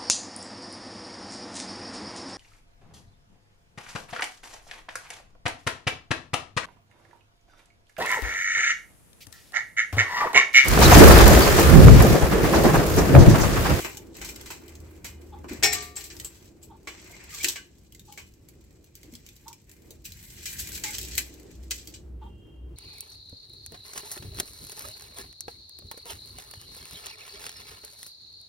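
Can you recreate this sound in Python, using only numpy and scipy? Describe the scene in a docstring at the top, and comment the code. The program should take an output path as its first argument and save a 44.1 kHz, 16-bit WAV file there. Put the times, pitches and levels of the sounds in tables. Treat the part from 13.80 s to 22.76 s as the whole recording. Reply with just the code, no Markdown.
"""Mashing potatoes on a steel plate

A small steel bowl crushes boiled potatoes in a tiled kitchen, knocking and scraping on the plate,
which the mash damps. Once the plate jumps and clangs freely on the stone counter. Air pockets pop
and crackle in the mash. Behind: low hums and a faint squeak that comes round at an even pace."""
import sys
import numpy as np
from scipy import signal
from scipy.fft import rfft, irfft
from scipy.io import wavfile

SR = 44100
rng = np.random.default_rng(int(sys.argv[2]) if len(sys.argv) > 2 else 0)


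def generate_wav(signal):
    """Clip the signal to [-1, 1] and save it as 16-bit WAV at the path in sys.argv[1]."""
    frames = np.transpose(np.atleast_2d(signal))
    scaled = np.clip(frames, -1, 1) * 32767
    pcm = np.round(scaled).astype(np.int16)
    wavfile.write(sys.argv[1], SR, pcm)


N = 395136
TIME = np.arange(N) / SR

# bowl on damped plate: start_s, level_db, body_db, hollow_db, edge_db (all three re level), t60_s
KNOCKS = [(0.0456, -22, -9.5, -7, -16, 0.11), (0.414, -25.5, -16.5, -10.5, -19, 0.13),
          (0.445, -24.5, -23, -18.5, -16, 0.17), (0.488, -24, -24.5, -19.5, -18, 0.11),
          (0.658, -31, -21, -15, -18, 0.23), (0.7026, -25.5, -16, -14, -17, 0.18),
          (1.2435, -25.5, -20, -15, -16.5, 0.21), (1.6422, -46.5, 9.5, -2.5, -26.5, 0.051),
          (1.8253, -14, -18.5, -10, -31.5, 0.13), (1.832, -2, -34.5, -38, -21.5, 0.097),
          (1.841, -5.5, -24, -31, -27.5, .06), (1.8581, -12.5, -20, -10, -17, 0.062),
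          (1.9308, -15.5, -43, -14.5, -9, 0.056), (2.022, -28.5, -22, -15, -15, 0.25),
          (2.166, -25.5, -24, -18, -15.5, 0.19), (2.239, -30, -30, -23, -13, 0.16),
          (2.3008, -29.5, -29, -17.5, -39, 0.15), (2.445, -26.5, -22, -39.5, -11, 0.1),
          (2.829, -40.5, -35, -29.5, -11, 0.13), (3.0716, -27, -15, -9.5, -21, 0.15),
          (3.6432, -4, -49.5, -17.5, -19.5, 0.036), (3.6835, -8.5, -36.5, -29.5, -17.5, 0.058),
          (3.7564, -25, -24, -11.5, -22, 0.14), (4.374, -31, -19, -13, -20, 0.18),
          (6.2517, -26, -45, -21, -14, 0.1), (6.6552, -19.5, -39, -19, -17, 0.16),
          (6.797, -24, -42, -30, -7.5, 0.098), (7.0366, -13.5, -33, -18.5, -19, 0.088),
          (7.378, -6, -32, -17.5, -14.5, 0.046), (7.9078, -12.5, -37, -26.5, -15.5, 0.037),
          (7.913, -11.5, -35.5, -20, -36, 0.044), (8.1382, -29.5, -45, -23.5, -26, 0.13)]
# large air pockets: start_s, level_db, edge_db (re level)
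POPS = [(0.1707, -25, -17), (0.3677, -33, -13.5), (0.56, -28.5, -15), (0.611, -29, -15.5),
        (0.8803, -35.5, -17), (0.9532, -35, -19), (2.2093, -27, -21), (2.3665, -31.5, -18),
        (2.399, -22.5, -19.5), (4.0352, -55.5, -10), (4.123, -40, -11.5), (4.1481, -34.5, -18),
        (4.1948, -35, -16.5), (4.3241, -33, -13.5), (4.6864, -38.5, -12), (5.0426, -46.5, -11),
        (5.153, -34.5, -11), (5.231, -36, -18), (5.3373, -37, -16), (5.3521, -30, -20),
        (5.464, -34.5, -16.5), (5.4885, -34, -18), (5.564, -41.5, -11.5), (5.681, -29.5, -15.5),
        (5.729, -32.5, -17), (5.9145, -38.5, -11.5), (5.894, -38.5, -16.5), (6.1065, -34, -10.5),
        (6.3202, -31, -14), (7.183, -18.5, -16.5), (7.3525, -23.5, -12), (8.073, -28, -14)]
# plate under bowl and mash: pitch_hz, width_hz, gain_db
DAMPED_MODES = [(1732, 39, -15), (2034, 35, -13), (2418, 86, -11), (2667, 130, -13), (2940, 7.7, -11.5),
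                (3300, 230, -23), (4015, 58, -18.5), (4270, 69, -19), (4770, 51, -19.5), (5530, 16, -15),
                (6140, 420, -18.5), (6850, 49, -6.5), (7600, 210, -13.5), (8010, 1300, -8.5)]
# sharp top of a contact: freq_hz, gain_db
EDGE_SPECTRUM = [(6000, -35.5), (8500, -1.5), (9300, -8.5), (10200, -3), (12500, 1), (15500, -2),
                 (18000, -24.5)]
# wet mash: freq_hz, gain_db
WET_SPECTRUM = [(700, -54.5), (1400, -8.5), (2200, -1.5), (4200, 4), (6000, 6), (8200, 8), (9200, -22.5),
                (12000, -56.5)]


def damped_plate(body, hollow, steel, ring_db=12, min_width_hz=50):
    """Forces in three registers, heard direct and through resonances that the mash keeps short."""
    # low, middle and high register: freq_hz, gain_db
    body_spectrum = [(250, -7.5), (400, 1.5), (700, -5), (1000, -1), (1300, -3.5), (1700, -8),
                     (3000, -45.5)]
    hollow_spectrum = [(700, -33), (1200, -13), (1650, 5), (2200, 8), (2800, -4), (4000, -35),
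                       (7000, -49.5)]
    steel_spectrum = [(1200, -34), (2200, -7.5), (3000, -0.5), (4200, 3.5), (5400, 3), (7900, -1),
                      (8500, -8.5), (9200, -28), (12000, -41.5)]
    direct = coloured(body, body_spectrum) + coloured(hollow, hollow_spectrum)
    direct += coloured(steel, steel_spectrum)
    ring = sum(from_db(db) * resonance(direct, hz, max(width_hz, min_width_hz))
               for hz, width_hz, db in DAMPED_MODES)
    return direct + from_db(ring_db) * ring


def knocks():
    """Brief chatter of steel on steel, radiated from all over the plate."""
    start_s, level_db, body_db, hollow_db, edge_db, t60_s = np.transpose(KNOCKS)
    chatter = stereo_noise(0.25)
    def force(db):
        return chatter * bursts(start_s, level_db + db, t60_s, rise_s=0.0014)
    plate = damped_plate(body=force(body_db + 1), hollow=force(hollow_db - 3), steel=force(-15))
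    return plate + coloured(force(edge_db), EDGE_SPECTRUM)


def knock_tones(gain_db=-2, scatter_db=4, detune=0.032):
    """Each knock lands on another spot, shifting the plate's lower tones; they outlast the contact."""
    start_s, level_db, _, hollow_db, _, t60_s = np.transpose(KNOCKS)[:, :, None]
    hz, _, mode_db = np.transpose(DAMPED_MODES[:7])
    shift, strength = rng.standard_normal((len(KNOCKS), 2, len(hz))).transpose(1, 0, 2)
    tone_db = level_db + hollow_db + mode_db + gain_db + scatter_db * strength
    tones = np.broadcast_arrays(start_s, hz * (1 + detune * shift), tone_db, 1.9 * t60_s)
    return blips(*(column.ravel() for column in tones))


def pressing(attack_s=0.011, release_t60_s=0.33, rest_s=8.2, damping_db_per_s=1.45):
    """Pushes of the bowl and a faint rub until rest. Returns steel_db, hollow_db, edge_db, body_db."""
    # start_s, end_s, level_db, hollow_db, edge_db (both re level), growth_db
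    pushes = [(-0.02, 0.166, -45.5, 1.5, -4, -17.5), (0.34, 0.762, -55, 0.5, -6, -1.5),
              (0.797, 1.608, -69, 6.5, -1, -8), (1.679, 1.75, -46, 4, -8.5, -5),
              (1.911, 2.03, -39, -5.5, -19, -23), (2.188, 2.65, -58.5, -1, -2, -7),
              (3.08, 3.516, -56.5, 5, -13, 6), (3.486, 3.658, -43, -4, -5.5, 13.5),
              (3.685, 3.796, -59.5, 6, -7, -10), (4.244, 4.472, -65, -14, -5, -14.5),
              (4.82, 4.997, -79.5, 7.5, -12.5, -9.5), (5.153, 5.642, -65.5, 0, -3, -1),
              (5.862, 6.142, -70.5, 4, 0, 1), (6.26, 6.655, -54, -2.5, -3.5, 11.5),
              (6.673, 6.977, -45, -2, -2, -3), (7.031, 7.455, -44.5, -4, -7, -9),
              (7.52, 7.874, -63, -3.5, -10, -8), (7.934, 8.173, -57, -6, -8, -16),
              (8.4, 8.747, -81, 1, -5, -8.5)]
    rub = (0, rest_s, -71, -3, -8, 0)
    power = np.zeros((3, N))
    for start_s, end_s, level_db, hollow_db, edge_db, growth_db in pushes + [rub]:
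        attack = np.clip((TIME - start_s) / attack_s, 0, 1)
        progress = np.clip((TIME - start_s) / (end_s - start_s), 0, 1)
        release_db = -60 * np.clip((TIME - end_s) / release_t60_s, 0, 2)
        force = attack * from_db(level_db + growth_db * (progress - 0.5) + release_db)
        power += np.outer(from_db([0, hollow_db, edge_db]), force) ** 2
    steel_db, hollow_db, edge_db = 10 * np.log10(power + 1e-18)
    # the plate's body answers less than in proportion, and fades as mash spreads over it
    body_db = -53.5 + 0.83 * (hollow_db + 48.5) - damping_db_per_s * (TIME - TIME.mean())
    return steel_db, hollow_db, edge_db, body_db


def scrape(pressure, crumbs_per_s=110, crumb_t60_s=0.04, smear=0.97, jerk_db=2):
    """A smooth smear under the moving bowl, lumpy with crumbs that give way one by one."""
    steel_db, hollow_db, edge_db, body_db = pressure
    breaks = rng.random(N) < crumbs_per_s / SR
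    decay = from_db(-60 / (crumb_t60_s * SR))
    crumbs = rms_one(signal.lfilter([1], [1, -decay], breaks + 1e-18))
    force = stereo_noise(0.093) * rms_one(np.hypot(crumbs, smear))
    def register(db):
        # the shifting contact point favours each register in turn
        return force * from_db(db + jerk_db * drift(45))
    plate = damped_plate(register(body_db - 6), register(hollow_db - 6), register(steel_db - 3))
    return plate + coloured(register(edge_db), EDGE_SPECTRUM)


def skids(t60_s=0.075):
    """The bowl slides briefly as it lands: a gritty swell."""
    # start_s, level_db, swell_s
    slides = [(1.92, -33, 0.0054), (2.154, -40, 0.0039), (3.626, -25, 0.011), (6.240, -41, .012),
              (6.762, -40, 0.0072), (6.78, -30, 0.013), (6.935, -31, .02), (7.056, -36.5, 0.014),
              (7.084, -43, 0.01), (7.901, -38, 0.011), (8.066, -50.5, .009)]
    start_s, level_db, swell_s = np.transpose(slides)
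    grit = stereo_noise(0.34) * bursts(start_s, level_db, t60_s, swell_s)
    return from_db(-3) * coloured(grit, WET_SPECTRUM) + from_db(-7) * coloured(grit, EDGE_SPECTRUM)


def squeals(waver=0.031):
    """Steel slips on steel: short unsteady tones."""
    # start_s, length_s, pitch_hz, level_db
    slips = [(3.325, 0.037, 2200, -46.5), (3.515, 0.05, 1213, -50), (3.597, 0.028, 2310, -33),
             (3.771, 0.037, 1587, -45), (7.042, 0.077, 2250, -38)]
    bend = 1 + waver * drift(200)
    return sum(from_db(db) * arch(TIME - start_s, length_s) * sine(hz * bend)
               for start_s, length_s, hz, db in slips)


def pops(pressure, small_per_s=18, scatter_db=3):
    """Pockets of air and starch snap open: large ones, and random small ones that follow the push."""
    snap = stereo_noise(0.3)
    at = np.flatnonzero(rng.random(N) < small_per_s / SR)
    small_db = pressure[0][at] + 16.5 + scatter_db * rng.standard_normal(N)[at]
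    mean_edge_db = np.mean(POPS, axis=0)[2]
    small = [(s, db, mean_edge_db) for s, db in zip(TIME[at], small_db)]
    start_s, level_db, edge_db = np.transpose(POPS + small)
    def burst(db):
        crack = bursts(start_s, db, t60_s=0.0027, rise_s=0.0004)
        return snap * (crack + bursts(start_s, db, t60_s=0.032))
    wet = coloured(burst(level_db - 11), WET_SPECTRUM)
    return wet + coloured(burst(level_db + edge_db + 2), EDGE_SPECTRUM)


def pop_tones(low_hz=1800, high_hz=7500, t60_s=0.034):
    """Each large pocket rings briefly at two random pitches."""
    start_s, level_db, _ = np.repeat(POPS, 2, axis=0).T
    hz = low_hz * (high_hz / low_hz) ** rng.random(len(start_s))
    return blips(start_s, hz, level_db - 14, np.full(len(start_s), t60_s))


def squelches(pressure, count=1300, low_hz=1500, high_hz=7500, t60_cycles=45):
    """Sticky cavities open under the bowl, each ringing at a pitch set by its size."""
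    steel_db, hollow_db, _, _ = pressure
    when, smallness = rng.random((count, 2)).T
    at = (when * N).astype(int)
    hz = low_hz * (high_hz / low_hz) ** smallness
    push_db = (1 - smallness) * hollow_db[at] + smallness * steel_db[at]
    scatter_db = 0.5 * np.clip(rng.standard_normal(count), -2, 2)
    return blips(at / SR, hz, push_db + 4 + scatter_db, t60_cycles / hz)


def plate_clang(weak_count=60, low_hz=2400, high_hz=8500, weak_t60_s=0.24):
    """The free plate rings in strong modes and many weak ones; its rim sings on as it settles."""
    # pitch_hz, gain_db, t60_s
    plate_modes = [(423, -9, 0.55), (716, -17, 0.7), (764, -11, 0.38), (813, -9, 0.36), (1172, -22, 0.9),
                   (1378, -26, 0.48), (1783, -11, 0.41), (1846, -4, 0.42), (2189, -9, 0.52),
                   (2233, -4, 0.37), (2258, -6, 0.41), (2449, -11, 0.35), (2692, -18, 0.46),
                   (2794, -16, 0.35), (3483, -17, 0.46), (3930, -20, 0.67), (4156, -19, 0.58),
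                   (4560, -24, 0.77), (4752, -10, 0.24), (5273, -13, 0.36), (5437, 1, 0.27),
                   (5500, -14, 0.51), (6029, -8, 0.29), (6875, -11, 0.31), (7256, -15, 0.32),
                   (7429, -12, 0.45), (7600, -14, 0.4), (7897, -16, 0.46), (8220, -12, 0.31)]
    rim_modes = [(412, -7, .9), (1172, 2, .7), (1846, -2, .55), (3930, -11, .6)]
    # blows: start_s, level_db
    clangs = [(1.829, -34), (1.836, -20.5), (1.928, -43), (2.165, -49)]
    settling = [(1.95, -39.5)]
    weak_modes = [(low_hz + (high_hz - low_hz) * place, -18 + 10 * np.log10(share), weak_t60_s)
                  for place, share in rng.random((weak_count, 2))]
    return ringing(plate_modes + weak_modes, clangs) + ringing(rim_modes, settling)


def bowl_clinks():
    """Light touches ring the hand-held bowl."""
    # pitch_hz, gain_db, t60_s
    bowl_modes = [(6900, -6, .09), (7560, 0, .13), (7750, -1, .13), (7950, -2, .12), (8250, -4, .11)]
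    # start_s, level_db
    touches = [(1.928, -26), (2.164, -34.5), (2.239, -44.5), (2.447, -35.5), (2.828, -50)]
    return ringing(bowl_modes, touches)


def bowl_mouth():
    """Taps on the rim ring the bowl's open mouth."""
    # pitch_hz, gain_db, t60_s
    mouth_modes = [(1124, -11, 0.21), (1690, -9, 0.13), (2105, -5, 0.12), (2260, 2, 0.1),
                   (2740, -15.5, 0.27), (3110, -13.5, 0.26), (3430, -12, 0.24), (3940, -20, 0.16)]
    # start_s, level_db
    taps = [(1.245, -45), (3.073, -36.5), (3.759, -39), (4.376, -45)]
    return ringing(mouth_modes, taps)


def bumps(gain_db=-7, t60_s=0.16):
    """The plate thuds dully on the counter."""
    # start_s, level_db, centre_hz
    thuds = [(0.045, -33, 340), (1.646, -29.5, 289), (1.709, -27.5, 242), (1.715, -29.5, 291),
             (2.34, -38, 324), (3.072, -41, 333), (3.301, -47, 570), (3.64, -30, 320), (5.245, -42.5, 300),
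             (5.276, -44, 286), (5.327, -36, 231), (6.11, -43.5, 440)]
    noise = rng.standard_normal(N)
    out = np.zeros(N)
    for start_s, db, hz in thuds:
        thud = resonance(resonance(noise, hz, 0.18 * hz), hz, hz)
        out += rms_one(thud) * bursts(start_s, db + gain_db, t60_s)
    return out


def at_bowl(x):
    """Pans to where the bowl works."""
    # time_s, left_minus_right_db
    bowl_pan = [(0, 2), (1.6, -0.5), (1.9, 3.5), (2.3, 2), (3.0, 1), (5.0, 0.5), (7.0, 1), (8.9, 0)]
    pan_db, = in_time(bowl_pan)
    return x * from_db(np.array([pan_db, -pan_db]) / 2)


def kitchen(x, early_db=-4, early_t60_s=0.14, late_db=-15, late_t60_s=0.46, wall_hz=7000):
    """Quick reflections from counter and tiles, then a duller tail."""
    age_s = TIME[:SR]
    def tail(t60_s):
        noise = rng.standard_normal((2, SR)) * from_db(-60 * age_s / t60_s) * (age_s > 0.001)
        return rms_one(noise) / np.sqrt(SR)
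    late = signal.sosfilt(signal.butter(1, wall_hz, fs=SR, output="sos"), tail(late_t60_s))
    return x + convolve(x, from_db(early_db) * tail(early_t60_s) + from_db(late_db) * late)


def squeaks(gain_db=-5, length_s=0.04, rebound_s=0.036, rebound_db=-5):
    """Something turning sticks and slips twice a round: a tone with a rasp and a high wheeze."""
    # start_s, level_db, pitch_hz
    rounds = [(0.149, -48.5, 863), (1.52, -37, 840), (2.896, -42.5, 874), (4.276, -43.5, 838),
              (5.656, -38, 906), (7.038, -35, 855), (8.412, -38.5, 867)]
    bend = 1 + 0.04 * drift(190)
    noise = rng.standard_normal(N)
    rasp = from_db(-15) * band(noise, 1110, 340) + from_db(-22) * band(noise, 3470, 800)
    age_s = TIME[:SR // 4]
    envelope = arch(age_s, length_s) + from_db(rebound_db) * arch(age_s - rebound_s, length_s)
    out = np.zeros(N)
    for start_s, db, hz in rounds:
        at = int(start_s * SR)
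        span = slice(at, at + len(age_s))
        out[span] += from_db(db + gain_db) * (sine(hz * bend[span]) + rasp[span]) * envelope
    return out


def hums(fade_s=0.89, throb_period_s=0.51, crest_s=7.86, waver=0.035, flutter_db=1.5):
    """Two low hums, one early and one late, waver in pitch and throb evenly."""
    # start_s, end_s, pitch_hz, level_db, throb_db
    drones = [(0.5, 2.6, 78, -48.5, -3.5), (6.5, 10, 61.3, -49.5, 8.5)]
    throb = np.cos(2 * np.pi * (TIME - crest_s) / throb_period_s)
    out = np.zeros(N)
    for start_s, end_s, hz, db, throb_db in drones:
        fade = np.clip(np.minimum(TIME - start_s, end_s - TIME) / fade_s, 0, 1)
        tone = np.sqrt(2) * sine(hz * (1 + waver * drift(20)))
        out += tone * fade * from_db(db + throb_db * throb + flutter_db * drift(20))
    return out


def room_tone():
    """Low rumble and a dull rush, both fluttering in level."""
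    # time_s, rumble_db, rush_db
    levels = [(0.0, -55.5, -52), (1.17, -59, -57.5), (1.7, -53.5, -53), (1.87, -50, -49.5),
              (2.09, -59.5, -60.5), (2.62, -57.5, -60), (2.79, -61.5, -60.5), (4.21, -62.5, -67.5),
              (4.77, -62, -63.5), (5.86, -62, -69), (6.09, -59, -60.5), (6.36, -59.5, -68),
              (7.01, -55.5, -57), (7.86, -59, -57.5), (8.53, -57, -59.5), (8.96, -57.5, -60)]
    # freq_hz, gain_db
    rumble_spectrum = [(15, -41), (25, -21), (40, -6.5), (60, 1.5), (105, -4), (150, -8.5), (230, -12.5),
                       (340, -36.5), (600, -71.5)]
    rush_spectrum = [(120, -10), (220, -4.5), (330, 6.5), (480, -4.5), (700, -14), (1200, -22),
                     (2500, -30.5), (7000, -39), (9000, -38), (16000, -40)]
    rumble_skirt = [(600, -70), (2000, -91.5)]
    rumble_db, rush_db = in_time(levels)
    rumble_gain = from_db(rumble_db + 7 + 2 * drift(9))
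    rumble = coloured(stereo_noise(0.95), rumble_spectrum + rumble_skirt, size=16384)
    rush_gain = from_db(rush_db + 4 + 1.5 * drift(12))
    rush = coloured(stereo_noise(0.53), rush_spectrum)
    return rumble_gain * rumble + rush_gain * rush


def whine(width_hz=70):
    """Two narrow noise bands swell thinly near the end."""
    # pitch_hz, gain_db
    partials = [(2800, -0.5), (3190, 1)]
    # time_s, level_db
    swell = [(8.36, -110), (8.42, -71), (8.5, -70), (8.68, -68), (8.8, -72), (8.96, -77)]
    hiss = stereo_noise(0.34)
    return from_db(in_time(swell)[0]) * sum(from_db(db) * band(hiss, hz, width_hz) for hz, db in partials)


def ringing(modes, blows, scatter_db=1.5, spread_rad=0.77):
    """Struck steel rings in all its modes; each reaches the two ears with its own phase."""
    hz, db, t60_s = np.transpose(modes)[:, :, None]
    age_s = TIME[:SR]
    decay = from_db(db - 60 * age_s / t60_s) * np.exp(2j * np.pi * hz * age_s)
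    ears = np.exp(1j * spread_rad * rng.standard_normal((2, len(modes))))
    out = np.zeros((2, N))
    for start_s, blow_db in blows:
        strength = from_db(blow_db - scatter_db * rng.standard_normal(len(modes)))
        phase = np.exp(2j * np.pi * rng.random(len(modes)))
        at = int(start_s * SR)
        out[:, at:at + SR] += ((ears * strength * phase) @ decay).imag
    return out


def blips(starts_s, pitches_hz, levels_db, t60s_s):
    """Short damped tones, each with its own phase at each ear."""
    count = len(starts_s)
    phases = 2 * np.pi * rng.random((count, 1, 1)) + rng.standard_normal((count, 2, 1))
    out = np.zeros((2, N))
    for start_s, hz, db, t60_s, phase in zip(starts_s, pitches_hz, levels_db, t60s_s, phases):
        at = int(start_s * SR)
        age_s = TIME[:min(N - at, int(t60_s * SR))]
        envelope = from_db(db - 60 * age_s / t60_s) * -np.expm1(-age_s * hz)
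        out[:, at:at + len(age_s)] += envelope * np.sin(2 * np.pi * hz * age_s + phase)
    return out


def bursts(start_s, level_db, t60_s, rise_s=0.00054):
    """Envelope of contacts that swell quickly and die away; powers add."""
    power = np.zeros(N)
    for start, db, t60, rise in np.broadcast(start_s, level_db, t60_s, rise_s):
        at = int(start * SR)
        age_s = TIME[:min(N - at, SR // 2)]
        shape = np.clip(age_s / rise, 0, 1) * from_db(-60 * np.maximum(age_s - rise, 0) / t60)
        power[at:at + len(age_s)] += (from_db(db) * shape) ** 2
    return np.sqrt(power)


def coloured(x, spectrum, size=4096):
    """Minimum-phase filter; white noise keeps its power."""
    hz, db = np.transpose(spectrum)
    log_hz = np.log(np.fft.rfftfreq(size, 1 / SR) + 1)
    gain = rms_one(from_db(np.interp(log_hz, np.log(hz), db)))
    cepstrum = irfft(np.log(gain))
    cepstrum[1:size // 2] *= 2
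    cepstrum[size // 2 + 1:] = 0
    return convolve(x, irfft(np.exp(rfft(cepstrum))))


def resonance(x, hz, width_hz):
    """Two poles, peak gain 1."""
    r = np.exp(-np.pi * width_hz / SR)
    feedback = [1, -2 * r * np.cos(2 * np.pi * hz / SR), r * r]
    return signal.lfilter(np.array([1, 0, -1]) * (1 - r * r) / 2, feedback, x + 1e-18)


def band(x, hz, width_hz):
    return rms_one(resonance(resonance(x, hz, width_hz), hz, width_hz))


def drift(rate_hz):
    """Slow random curve, rms 1."""
    knots = rng.standard_normal(4000)
    return rms_one(np.interp(TIME * rate_hz, np.arange(len(knots)), knots))


def stereo_noise(correlation):
    mid, side = rng.standard_normal((2, N))
    return np.sqrt((1 + correlation) / 2) * mid + np.sqrt((1 - correlation) / 2) * side * [[1], [-1]]


def sine(hz):
    return np.sin(2 * np.pi * np.cumsum(hz) / SR)


def arch(age_s, length_s):
    return np.sin(np.pi * np.clip(age_s / length_s, 0, 1))


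def in_time(rows):
    time_s, *columns = np.transpose(rows)
    return [np.interp(TIME, time_s, column) for column in columns]


def convolve(x, response):
    return signal.fftconvolve(np.atleast_2d(x), np.atleast_2d(response), axes=-1)[:, :N]


def from_db(db):
    return 10 ** (np.asarray(db) / 20)


def rms_one(x):
    return x / np.sqrt(np.mean(x ** 2) + 1e-20)


def scene():
    """Work on the plate and the squeak fill the kitchen; ringing steel and background are added dry."""
    pressure = pressing()
    mash = pops(pressure) + pop_tones() + scrape(pressure) + squelches(pressure)
    contact = knocks() + knock_tones() + skids() + squeals()
    near = at_bowl(contact + mash) + bumps() + squeaks()
    steel = (plate_clang() + bowl_clinks()) * from_db([[2], [-2]])  # leans left
    return from_db(-1.5) * kitchen(near) + steel + bowl_mouth() + room_tone() + whine() + hums()


def record(dry, cutoff_hz=16100):
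    """Steep low-pass."""
    return signal.sosfilt(signal.ellip(10, 0.2, 80, cutoff_hz, fs=SR, output="sos"), dry)


dry = scene()
out = record(dry)
generate_wav(out)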